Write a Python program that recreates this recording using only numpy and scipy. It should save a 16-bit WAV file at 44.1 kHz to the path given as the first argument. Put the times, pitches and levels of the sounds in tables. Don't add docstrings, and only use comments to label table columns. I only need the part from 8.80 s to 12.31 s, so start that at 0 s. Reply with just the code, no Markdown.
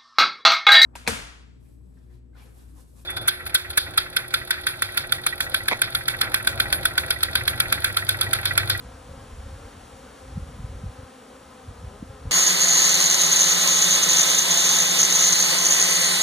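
import sys
import numpy as np
from scipy.fft import rfft, irfft, next_fast_len
from scipy.io import wavfile
from scipy.ndimage import map_coordinates

SR = 44100
rng = np.random.default_rng(int(sys.argv[2]) if len(sys.argv) > 2 else 0)


def wav_out(sig):
    wavfile.write(sys.argv[1], SR, np.round(np.clip(np.atleast_2d(sig).T, -1, 1) * 32767).astype(np.int16))


N = 154791

# (harmonic number, relative level [dB])
WING_HARMONICS = [(1, -3), (2, 1), (3, -5), (4, -7), (5, -7.5), (6, -11.5), (7, -14.5), (9, -21), (13, -25),
                  (20, -24.5)]
# (time [s], level [dB])
SWARM_LEVEL = [(0, -50.5), (.5, -50), (1.2, -51), (1.85, -51), (2.4, -50), (2.9, -51), (3.5, -50.5)]
# (time [s], wingbeat [Hz], relative level [dB])
NEAREST_PATH = [(0, 257, -60), (.2, 263.5, -59), (0.361, 259.2, -57), (.55, 253.8, -60), (.72, 261.6, -56),
                (.9, 255, -66), (1.1, 243.3, -59), (1.2, 251.8, -58), (1.28, 256.1, -51.5),
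                (1.35, 255.4, -58), (1.42, 262, -52.5), (1.62, 252.6, -57), (1.73, 248.9, -50.5),
                (1.85, 255, -52.5), (1.92, 250.8, -51), (1.98, 262.4, -54), (2.08, 254.8, -56),
                (2.219, 254.3, -52), (2.35, 258.6, -55.5), (2.45, 247, -58), (2.54, 258.1, -50.5),
                (2.66, 274.3, -64), (2.76, 259, -52.5), (2.93, 247, -54), (3.11, 253.3, -58),
                (3.219, 258.2, -63), (3.3, 264, -48.5), (3.38, 258.6, -50.5), (3.45, 247, -56),
                (3.5, 250, -46)]
# (time [s], level [dB], wingbeat [Hz], glide at the middle [Hz/s], half length [s])
CLOSE_PASSES = [(.16, -58, 251.5, -23, 0.044), (0.333, -55.5, 276, 40.5, .05),
                (0.409, -54, 229.2, -18.5, 0.078), (0.627, -63, 217, 90, 0.047),
                (.66, -56, 269.4, 20.5, 0.057), (0.845, -53, 234.5, -32, 0.028),
                (1.035, -58, 257.7, 30, .05), (1.154, -55, 271, 40, 0.036),
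                (1.981, -63, 279.5, 29.5, 0.099), (2.189, -61, 241.5, -89, .05),
                (2.54, -52, 245.7, 60, .04), (2.691, -56, 252, -40, .05), (2.95, -58, 233, 30.5, .05),
                (3.379, -59, 274.2, 40.5, 0.027), (3.491, -56.5, 264.5, -60, 0.044)]
# (frequency [Hz], relative level per Hz [dB])
HISS_SPECTRUM = [(20, -35), (120, 7), (220, 13.5), (350, 8.5), (650, 3.5), (1300, 6), (2100, -1),
                 (3200, -0.5), (4200, -4), (6500, -4.5), (10500, -4.5), (12500, -7), (15500, -17)]
# (time [s], level [dB])
HISS_COURSE = [(0, -51), (1.1, -49.5), (2, -51), (2.8, -51.5), (3.5, -52)]
# (time [s], level [dB])
GUST_LEVEL = [(0, -41), (.25, -51.5), (.31, -40), (.47, -46), (.62, -42.5), (.9, -48.5), (1.38, -53.5),
              (1.5, -41.5), (1.6, -35.5), (1.74, -42.5), (1.82, -42), (1.9, -42), (2.07, -38), (2.13, -50),
              (2.24, -49), (2.33, -63), (2.62, -58), (2.68, -55.5), (2.8, -54.5), (2.89, -45),
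              (3.08, -40.5), (3.18, -44.5), (3.25, -45.5), (3.39, -48.5), (3.5, -34.5)]
# (frequency [Hz], relative level per Hz [dB])
RUMBLE_SPECTRUM = [(15, -48), (30, -22), (45, -2.5), (62, -0.5), (110, -7), (170, -15.5), (260, -23.5),
                   (400, -39), (900, -96)]
# (time [s], relative peak [dB], pitch at the peak [Hz])
EDDY_THUMPS = [(.297, -33.5, 114), (.316, -33.5, 80), (0.375, -37.5, 67), (.536, -32, 57.5),
               (0.597, -29.5, 63), (0.642, -36, 72), (.668, -30.5, 71), (.736, -33.5, 76),
               (0.857, -37, 63.5), (1.566, -26, 88), (1.579, -20, 143), (1.607, -30, 70.7),
               (1.628, -31, 64.86), (1.692, -35, 129), (1.796, -28.5, 144), (1.805, -29, 80.3),
               (1.849, -24, 94.5), (1.95, -28, 62.7), (1.973, -30.5, 78), (2.042, -25, 140),
               (2.064, -25.5, 77), (2.195, -33, 92.05), (2.237, -36, 89.46), (2.888, -33, 92),
               (3.049, -31, 98.3), (3.077, -29.5, 67), (3.229, -25, 210), (3.242, -36, 72),
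               (3.305, -31, 90), (3.458, -31, 141), (3.476, -28, 82.7)]
# (frequency [Hz], likeness [0-1])
PORT_LIKENESS = [(200, .98), (420, .9), (570, .78), (660, .3), (1000, .62), (1130, .4), (1350, .62),
                 (1800, .98), (2300, .87), (3700, .93), (4500, .8), (4900, .92), (5050, .75), (5400, .98),
                 (6300, .76), (11000, .75), (12500, .99)]
# (frequency [Hz], left minus right [dB])
PORT_BALANCE = [(400, 0.5), (520, 1.3), (640, 9.5), (790, 8), (1020, 3.5), (1300, 5.5), (1600, 0.5),
                (1800, 0)]
# (frequency [Hz], lead of the left [rad])
PORT_LEAD = [(60, -.05), (330, -.12), (600, .95), (740, .15), (1300, -.05), (2000, .08), (2550, 1.15),
             (3700, .1), (4150, .3), (4700, 1.7), (4900, 3.1), (5150, 0), (5650, .05), (8000, 1.5),
             (11000, 2.3), (12500, 3.1)]

WINGBEAT_HZ, SPREAD_HZ = 258.1, 8
SLOW_BEES_HZ, SLOW_BEES_DB = 222.1, -5.5
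WANDER_HZ, WANDER_PER_S = 14, 8
PASS_DB, PASS_PER_S = 4, 6.024
FLUTTER_HZ, FLUTTER_PER_S = 3.3, 35
ECHO_GAIN, ECHO_S = 0.48, 0.002999
ECHO_DRIFT_S, ECHO_PER_S = 0.000602, 3
NEAREST_DB = -1.5
SWERVE_HZ, SWERVE_PER_S = 3.5, 22
PORT_DB = -21
GUST_FLUTTER_DB, GUST_FLUTTER_PER_S = 2.0, 21.72
EDDY_CYCLES, EDDY_SAG = 0.71, 0.3
EDDY_DB, EDDY_LAG_S = 0.5, 0.00017
TOP_HZ = 15800


def swarm(count=12, slow_count=4):
    ranks = (np.arange(count) + .5) / count
    beats = WINGBEAT_HZ + SPREAD_HZ * np.log(ranks / (1 - ranks)) / 2
    main_group = hum(beats)
    slow_group = amp(SLOW_BEES_DB) * hum([SLOW_BEES_HZ] * slow_count)
    return (main_group + slow_group) * amp(curve(SWARM_LEVEL))


def hum(rates):
    return np.array([unit(sum(bee(hz) for hz in rates)) for part in range(2)])


def bee(beat_hz):
    tone = wings(beat_hz + WANDER_HZ * wobble(WANDER_PER_S))
    return tone * amp(PASS_DB * wobble(PASS_PER_S))


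def wings(hz, order=20, size=1024):
    harmonics = np.arange(1, order + 1)
    phases = np.exp(2j * np.pi * rng.random(order))
    stroke = unit(irfft(np.r_[0, amp(along(WING_HARMONICS, harmonics)) * phases], size))
    turns = np.cumsum(hz + FLUTTER_HZ * wobble(FLUTTER_PER_S)) / SR
    delay = ECHO_S + ECHO_DRIFT_S * wobble(ECHO_PER_S)

    def play(cycles):
        return np.interp(cycles % 1, np.arange(size) / size, stroke)

    direct = play(turns)
    echo = play(turns - hz * delay)
    return unit(direct + ECHO_GAIN * echo)


def nearest_bee():
    s, hz, db = np.transpose(NEAREST_PATH)
    beat = curve(np.c_[s, hz]) + SWERVE_HZ * wobble(SWERVE_PER_S)
    direct = amp(NEAREST_DB + curve(np.c_[s, db])) * wings(beat)
    return np.array([direct, np.zeros(N)])


def flybys():
    direct = np.zeros(N)
    for s, db, hz, glide, length in CLOSE_PASSES:
        u = (np.arange(N) / SR - s) / length
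        glided = hz + glide * length * 2 * np.tanh(u / 2)
        beat = glided + SWERVE_HZ * wobble(SWERVE_PER_S)
        direct += amp(db) * wings(beat) * np.exp(-u ** 2 / 2)
    return np.array([direct, np.zeros(N)])


def outdoor_hiss():
    return amp(curve(HISS_COURSE)) * noise(HISS_SPECTRUM, channels=2)


def wind():
    return gusts() + eddies()


def gusts():
    shared = noise(RUMBLE_SPECTRUM, channels=1)
    rumble = shared + amp(PORT_DB) * noise(RUMBLE_SPECTRUM, channels=2)
    fluttering = unit(rumble * amp(GUST_FLUTTER_DB * wobble(GUST_FLUTTER_PER_S)))
    return fluttering * amp(curve(GUST_LEVEL))


def eddies():
    thumps = np.zeros((2, N))
    port_time = np.arange(N) / SR + EDDY_LAG_S * np.array([[.5], [-.5]])
    for s, db, hz in EDDY_THUMPS:
        u = np.clip((port_time - s) * hz / EDDY_CYCLES, -5, 5)
        cycles = EDDY_CYCLES * (1 - np.exp(-EDDY_SAG * u)) / EDDY_SAG
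        tone = np.sin(2 * np.pi * (cycles + rng.random()))
        thumps += amp(db + EDDY_DB) * np.exp(-u ** 2) * tone
    return thumps


def ports(pair):
    def shares(hz):
        turn = np.arccos(np.clip(along(PORT_LIKENESS, hz), 0, 1)) / 2
        return np.array([np.cos(turn), np.sin(turn)])

    half = np.array([[.5], [-.5]])

    def differences(hz):
        return amp(half * along(PORT_BALANCE, hz)) * np.exp(1j * half * along(PORT_LEAD, hz))

    mid, side = filtered(pair, shares)
    return filtered(np.array([mid + side, mid - side]), differences)


def noise(spectrum, channels):
    return unit(filtered(rng.standard_normal((channels, N)), lambda hz: amp(along(spectrum, hz))))


def filtered(x, response):
    m = next_fast_len(N + SR // 2)
    return irfft(rfft(x, m) * response(np.fft.rfftfreq(m, 1 / SR)), m)[..., :N]


def wobble(rate, size=1024):
    s = np.linspace(0, N / SR, size)
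    coarse = map_coordinates(rng.standard_normal(size), [(s * rate + rng.random())], mode="wrap")
    return np.interp(np.arange(N) / SR, s, coarse)


def curve(rows):
    return np.interp(np.arange(N) / SR, *np.transpose(rows))


def along(points, hz):
    f, v = np.transpose(points)
    return np.interp(np.log(hz + 1), np.log(f + 1), v)


def amp(db):
    return 10 ** (np.asarray(db) / 20)


def unit(x):
    return x / np.sqrt(np.mean(x ** 2) + 1e-20)


def scene():
    return ports(swarm() + nearest_bee() + flybys() + outdoor_hiss()) + wind()


def record(dry):
    return filtered(dry, lambda hz: hz < TOP_HZ)


dry = scene()
out = record(dry)
wav_out(out)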